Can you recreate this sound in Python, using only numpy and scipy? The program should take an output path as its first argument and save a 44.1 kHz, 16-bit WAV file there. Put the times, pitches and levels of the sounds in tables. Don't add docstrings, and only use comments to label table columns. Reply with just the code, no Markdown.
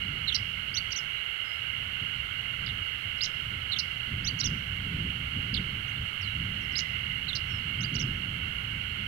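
import sys
import numpy as np
from scipy import signal
from scipy.fft import rfft, irfft
from scipy.io import wavfile
from scipy.ndimage import uniform_filter1d

SR = 44100
rng = np.random.default_rng(int(sys.argv[2]) if len(sys.argv) > 2 else 0)


def master(y):
    cut = np.clip(np.atleast_2d(y).T, -1, 1)
    pcm = np.round(cut * 32767)
    wavfile.write(sys.argv[1], SR, pcm.astype(np.int16))


N = 399987

# frequency in Hz, relative spectral level in dB per Hz.
LEAF_SPECTRUM = [(100, -8), (400, 1.5), (650, 0.5), (800, 2), (950, -1.5), (3000, 3), (5000, -28),
                 (5800, -11.5), (7000, -38), (12000, -24)]
HISS_SPECTRUM = [(100, -47), (1000, 8), (4000, 1.5), (8000, 3.5), (16000, 2.5)]
RUMBLE_SPECTRUM = [(15, -13), (30, -8.5), (52, -2), (85, 0), (112, 0.5), (140, -7), (200, -17.5),
                   (300, -26), (600, -66), (3000, -100)]
EDDY_SPECTRUM = [(40, -28), (100, -1), (150, 2), (220, -3.5), (320, -13.5), (480, -21.5), (800, -54),
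                 (4000, -100)]

# time in s, wind level in dB.
BREEZE_LEVELS = [(0.0, -40), (1.46, -55.5), (1.82, -48), (4.14, -47.5), (4.29, -40), (5.46, -41.5),
                 (6.14, -46), (6.49, -41), (7.27, -43.5), (8.03, -38), (8.71, -41.5), (9.07, -40)]

# time of the crest in s, wind level in dB,
# half length in s (to 1/e of the crest's power).
GUST_CRESTS = [(1.81, -48.5, 0.1), (2.031, -37, 0.012), (2.698, -42.5, 0.11), (3.566, -42.5, 0.076),
               (4.164, -37, 0.068), (4.518, -33, 0.045), (4.987, -35, 0.11), (5.381, -33, 0.021),
               (5.583, -34.5, 0.1), (5.994, -37, .035), (6.43, -37.5, 0.072), (7.98, -34, 0.13)]

# frequency in Hz, width of each of two stages in Hz,
# rms level in dB before swell and throb, direct sound left minus right in dB.
CICADA_RESONANCES = [(1434, 390, -44, -19.5), (1713, 350, -50.5, -32), (2162, 214, -40, -25.5),
                     (2560, 300, -51.5, -28), (2851.5, 259, -32.5, -30), (3116, 226, -42.5, -31),
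                     (4126, 630, -54.5, -26)]

# time in s, level in dB of its ringing of rms 1.
LOW_GROUP_LEVELS = [(0, -45), (1.3, -44.5), (2.2, -44), (3.5, -44.5), (5.0, -46), (6.2, -46.5), (6.85, -37),
                    (7.5, -48.5), (9.07, -45)]

# start in s, length in s, first pitch in Hz, last pitch in Hz, level in dB before the losses of the
FAINT_WHISTLES = [ (1.15, 0.076, 3950, 3960, -50), (1.426, 0.16, 5050, 5080, -51),
                  (3.172, 0.048, 5750, 4600, -51), (5.87, 0.045, 5700, 6300, -54),
                  (5.96, 0.02, 3750, 3400, -42), (6.02, .14, 8350, 8600, -42),
                  (6.207, .06, 6400, 4020, -40.5), (6.245, .095, 4200, 3820, -46.5),
                  (6.6, .06, 6500, 5200, -53), (6.715, 0.04, 6500, 4800, -46),
                  (7.473, 0.13, 5770, 5250, -48.5), ]

PITCH_GESTURES = { "buzz_high": [(0, 4580), (18, 4280), (33, 3830)], "buzz_low": [(0, 4180), (22, 3800),
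                  (37, 3350)], "hiccup": [(0, 3550), (5, 3300), (17, 3220)], "squiggle": [(0, 5000),
                  (4, 6300), (9, 5400), (15, 6500), (20, 6000)], "zigzag": [(0, 6700), (2, 6150), (5, 3950),
                  (10, 6100), (13, 3850), (20, 5500), (24, 3100)], "arch": [(0, 4400), (7, 4950),
                  (13, 5800), (18, 6050), (35, 5850), (39, 5400)], "slur": [(0, 3250), (15, 3450),
                  (26, 4380), (34, 4520), (44, 4480)], "cap": [(0, 5300), (5, 6600), (9, 6950), (15, 6650)],
                  "peak": [(0, 5200), (5, 4500), (11, 4400), (19, 5900), (22, 5700), (30, 3000)],
                  "hook": [(0, 3100), (7, 4650), (9, 4600), (15, 3200)], "trough": [(0, 7400), (6, 5950),
                  (10, 5600), (17, 5850), (24, 7050)], "slide": [(0, 7100), (9, 5550), (23, 4600)],
                  "blip": [(0, 3250), (7, 3650), (14, 3300)], "chip": [(0, 5400), (2, 4750), (8, 4100),
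                  (12.5, 2900)], "dip": [(0, 5600), (4, 4700), (10, 4150), (14, 5300)],
                  "rattle": [(0, 3800), (8, 3250), (24, 3150)], "lift": [(0, 3100), (6.5, 4650),
                  (10, 3400)], "shelf": [(0, 4150), (4, 5000), (19, 4850), (22, 5700), (24.5, 7600),
                  (27, 5600), (29.5, 3600), (34, 6200)], "flick": [(0, 4300), (5, 6150), (7, 6800),
                  (9, 5700), (13, 2900)], }

PITCH_FLUTTER = {"rattle": (235, .11), "hiccup": (170, .1)}

SYLLABLE_NOTES = { "warble": [(0, "buzz_high", -8, 22, 14), (0, "buzz_low", -7, 13, 10),
                  (49, "hiccup", -4, 5.3, 12), (54.4, "squiggle", -32, 3, 5.6), (75, "zigzag", -2, 3.5, 5)],
                  "duet": [(0, "arch", -6.5, 7.8, 3.1), (14, "slur", 0, 35.6, 13)],
                  "ripple": [(0, "cap", -11, 3.3, 3.7), (0, "peak", 4, 32, 14), (42, "hook", -10.5, 3.6, 6),
                  (52, "trough", -1.5, 5.4, 3), (67.6, "blip", -11.5, 3, 4.4),
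                  (71, "slide", -6.5, 2.2, 10.6)], "tick": [(0, "chip", -1, 3, 2), (12, "dip", -14, 2.7, 3),
                  (26, "rattle", -3.5, 1.6, 20)], "flourish": [(0, "lift", -3.5, 2.9, 4.3),
                  (9.05, "shelf", -2, 2.5, 1.1), (44.5, "flick", -5.5, 1.3, 2.1)], }

# start in s, syllable, level in dB before the losses of the throat, pitch ratio.
SONG_SYLLABLES = [ (0.269, "warble", -16, 0.98), (0.738, "duet", -20.5, 1.004),
                  (0.906, "ripple", -25, 1.01), (2.662, "tick", -30, 1.03), (3.206, "flourish", -19, 1.007),
                  (3.710, "warble", -18, 1.0), (4.241, "duet", -21, 1.02), (4.388, "ripple", -18, 0.98),
                  (5.54, "tick", -19.5, .99), (6.753, "flourish", -19.5, 1.035),
                  (7.276, "warble", -21.5, 0.99), (7.802, "duet", -29, 1.05), (7.939, "ripple", -25.5, .99),
                  ]

WHISTLE_ATTACK_SHARE, WHISTLE_RELEASE_SHARE = 0.26, 0.35
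CUTOFF_HZ = 15850


def from_db(db):
    return 10 ** (np.asarray(db) / 20)


def rms_one(x):
    return x / np.sqrt(np.mean(x ** 2) + 1e-20)


def noise(spectrum):
    hz, db = np.transpose(spectrum)
    bins = np.maximum(np.fft.rfftfreq(N, 1 / SR), 1)
    gain = from_db(np.interp(np.log(bins), np.log(hz), db))
    white = rfft(rng.standard_normal(N))
    return rms_one(irfft(white * gain, N))


def drift(rate, size=N):
    turns = np.arange(size) / SR * rate
    count = int(turns[-1]) + 2
    return np.interp(turns, np.arange(count), rng.standard_normal(count))


def resonate(x, hz, width_hz):
    radius = np.exp(-np.pi * width_hz / SR)
    zeros = np.array([1, 0, -1]) * (1 - radius ** 2) / 2
    poles = [1, -2 * radius * np.cos(2 * np.pi * hz / SR), radius ** 2]
    return signal.lfilter(zeros, poles, x)


def resonate_twice(x, hz, width_hz):
    return resonate(resonate(x, hz, width_hz), hz, width_hz)


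def to_right(x, left_db, lead_ms):
    n = np.arange(N)
    earlier = np.interp(n + lead_ms * SR / 1000, n, x)
    return np.array([from_db(left_db) * earlier, x])


def lowpass(x, hz):
    return signal.sosfiltfilt(signal.butter(1, hz, fs=SR, output="sos"), x)


def scatter(x, twigs_db, twigs_t60, trees_db, trees_t60):
    t = np.arange(SR) / SR
    build_up = 1 - np.exp(-t / .004)
    response = 0
    for db, t60 in ((twigs_db, twigs_t60), (trees_db, trees_t60)):
        echoes = rng.standard_normal(SR) * build_up * from_db(-60 * t / t60)
        response = response + from_db(db) * echoes / np.linalg.norm(echoes)
    return signal.fftconvolve(x, response)[:N]


def swell(t, attack_s, release_s):
    rise = np.clip(t / max(attack_s, 1 / SR), 0, 1)
    fall = np.clip((t[-1] - t) / max(release_s, 1 / SR), 0, 1)
    return (1 - np.cos(np.pi * rise)) / 2 * np.sin(np.pi / 2 * fall)


def note(glide, envelope, jitter=0.0092, shimmer_db=2.65, throat_hz=4200, throat_db=6.0,
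         top_hz=6200, top_db=42):
    glide = glide * (1 + jitter * drift(816, len(glide)))
    throat_loss_db = throat_db * np.log2(np.maximum(glide / throat_hz, 1))
    top_loss_db = top_db * np.log2(np.maximum(glide / top_hz, 1))
    shimmer = shimmer_db * drift(670, len(glide))
    strength = envelope * from_db(shimmer - throat_loss_db - top_loss_db)
    return strength * np.exp(2j * np.pi * np.cumsum(glide) / SR)


def sing(notes, second_db=-34, third_db=-36):
    flow = np.zeros(N, complex)
    for s, tone in notes:
        start = int(s * SR)
        flow[start:start + len(tone)] += tone[:N - start]
    phase = np.angle(flow)
    second = from_db(second_db) * np.sin(2 * phase)
    third = from_db(third_db) * np.sin(3 * phase)
    return np.abs(flow) * (np.sin(phase) + second + third)


def air(foliage_db=-51, hiss_db=-59.5, shared_hz=560):
    leaves = from_db(foliage_db) * noise(LEAF_SPECTRUM)
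    left = lowpass(leaves, shared_hz)
    hiss = from_db(hiss_db) * np.array([noise(HISS_SPECTRUM), noise(HISS_SPECTRUM)])
    return np.array([left, leaves]) + hiss


def wind_level(breeze_db=1.5):
    t = np.arange(N) / SR
    power = from_db(np.interp(t, *np.transpose(BREEZE_LEVELS)) + breeze_db) ** 2
    for s, db, half_length in GUST_CRESTS:
        power = power + from_db(db) ** 2 * np.exp(-((t - s) / half_length) ** 2)
    return 10 * np.log10(power)


def wind(rumble_db=-2.0, rumble_growth=0.84, eddies_db=-6.0, eddy_growth=1.42, lumps_db=2.27,
         strong_db=-38, left_hz=450):
    excess_db = wind_level() - strong_db
    low_db = strong_db + rumble_growth * excess_db + rumble_db + lumps_db * drift(22)
    high_db = strong_db + eddy_growth * excess_db + eddies_db + lumps_db * drift(30)
    low = noise(RUMBLE_SPECTRUM) * from_db(low_db)
    high = noise(EDDY_SPECTRUM) * from_db(high_db)
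    return low + np.array([lowpass(high, left_hz), high])


def cicadas(swell_db=0.43, throb_db=0.92, diffuse_db=-43):
    chorus = np.zeros((2, N))
    for hz, width_hz, db, left_db in CICADA_RESONANCES:
        ringing = resonate_twice(rng.standard_normal((2, N)), hz, width_hz)
        level_db = db + swell_db * drift(2.575) + throb_db * drift(40)
        direct, diffuse = rms_one(ringing) * from_db(level_db)
        chorus += to_right(direct, left_db, lead_ms=.3)
        chorus[0] += from_db(diffuse_db) * diffuse
    return chorus


def low_cicadas(hz=2040, width_hz=190):
    ringing = rms_one(resonate_twice(rng.standard_normal(N), hz, width_hz))
    level = from_db(np.interp(np.arange(N) / SR, *np.transpose(LOW_GROUP_LEVELS)))
    return to_right(ringing * level, left_db=-25, lead_ms=.25)


def faint_notes(settling=2.2):
    for s, length, first_hz, last_hz, db in FAINT_WHISTLES:
        t = np.arange(int(length * SR)) / SR
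        glide = last_hz + (first_hz - last_hz) * (1 - t / length) ** settling
        envelope = swell(t, WHISTLE_ATTACK_SHARE * length, WHISTLE_RELEASE_SHARE * length)
        yield s, note(glide, from_db(db) * envelope)


def faint_whistles():
    voice = sing(faint_notes())
    echoes = scatter(voice, twigs_db=-10, twigs_t60=.12, trees_db=-14, trees_t60=.6)
    return to_right(voice + echoes, left_db=-29, lead_ms=0.35)


def gesture(name):
    ms, hz = np.transpose(PITCH_GESTURES[name])
    knots = ms / 1000
    t = np.arange(int(knots[-1] * SR)) / SR
    rounded = uniform_filter1d(np.interp(t, knots, hz), size=40)
    flutter_hz, depth = PITCH_FLUTTER.get(name, (0, 0))
    return t, rounded * (1 + depth * np.sin(2 * np.pi * flutter_hz * t))


def song_notes():
    for s, syllable, db, pitch in SONG_SYLLABLES:
        for onset_ms, name, note_db, attack_ms, release_ms in SYLLABLE_NOTES[syllable]:
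            onset, attack, release = np.array([onset_ms, attack_ms, release_ms]) / 1000
            t, glide = gesture(name)
            envelope = from_db(db + note_db) * swell(t, attack, release)
            yield s + onset, note(glide * pitch, envelope)


def bunting():
    voice = sing(song_notes())
    echoes = scatter(voice, twigs_db=-13, twigs_t60=.1, trees_db=-23, trees_t60=.7)
    return to_right(voice + echoes, left_db=-35, lead_ms=.4)


def scene():
    return air() + wind() + cicadas() + low_cicadas() + faint_whistles() + bunting()


def record(dry):
    lowpass_sos = signal.ellip(12, .1, 80, CUTOFF_HZ, fs=SR, output="sos")
    return signal.sosfilt(lowpass_sos, dry)


dry = scene()
out = record(dry)
master(out)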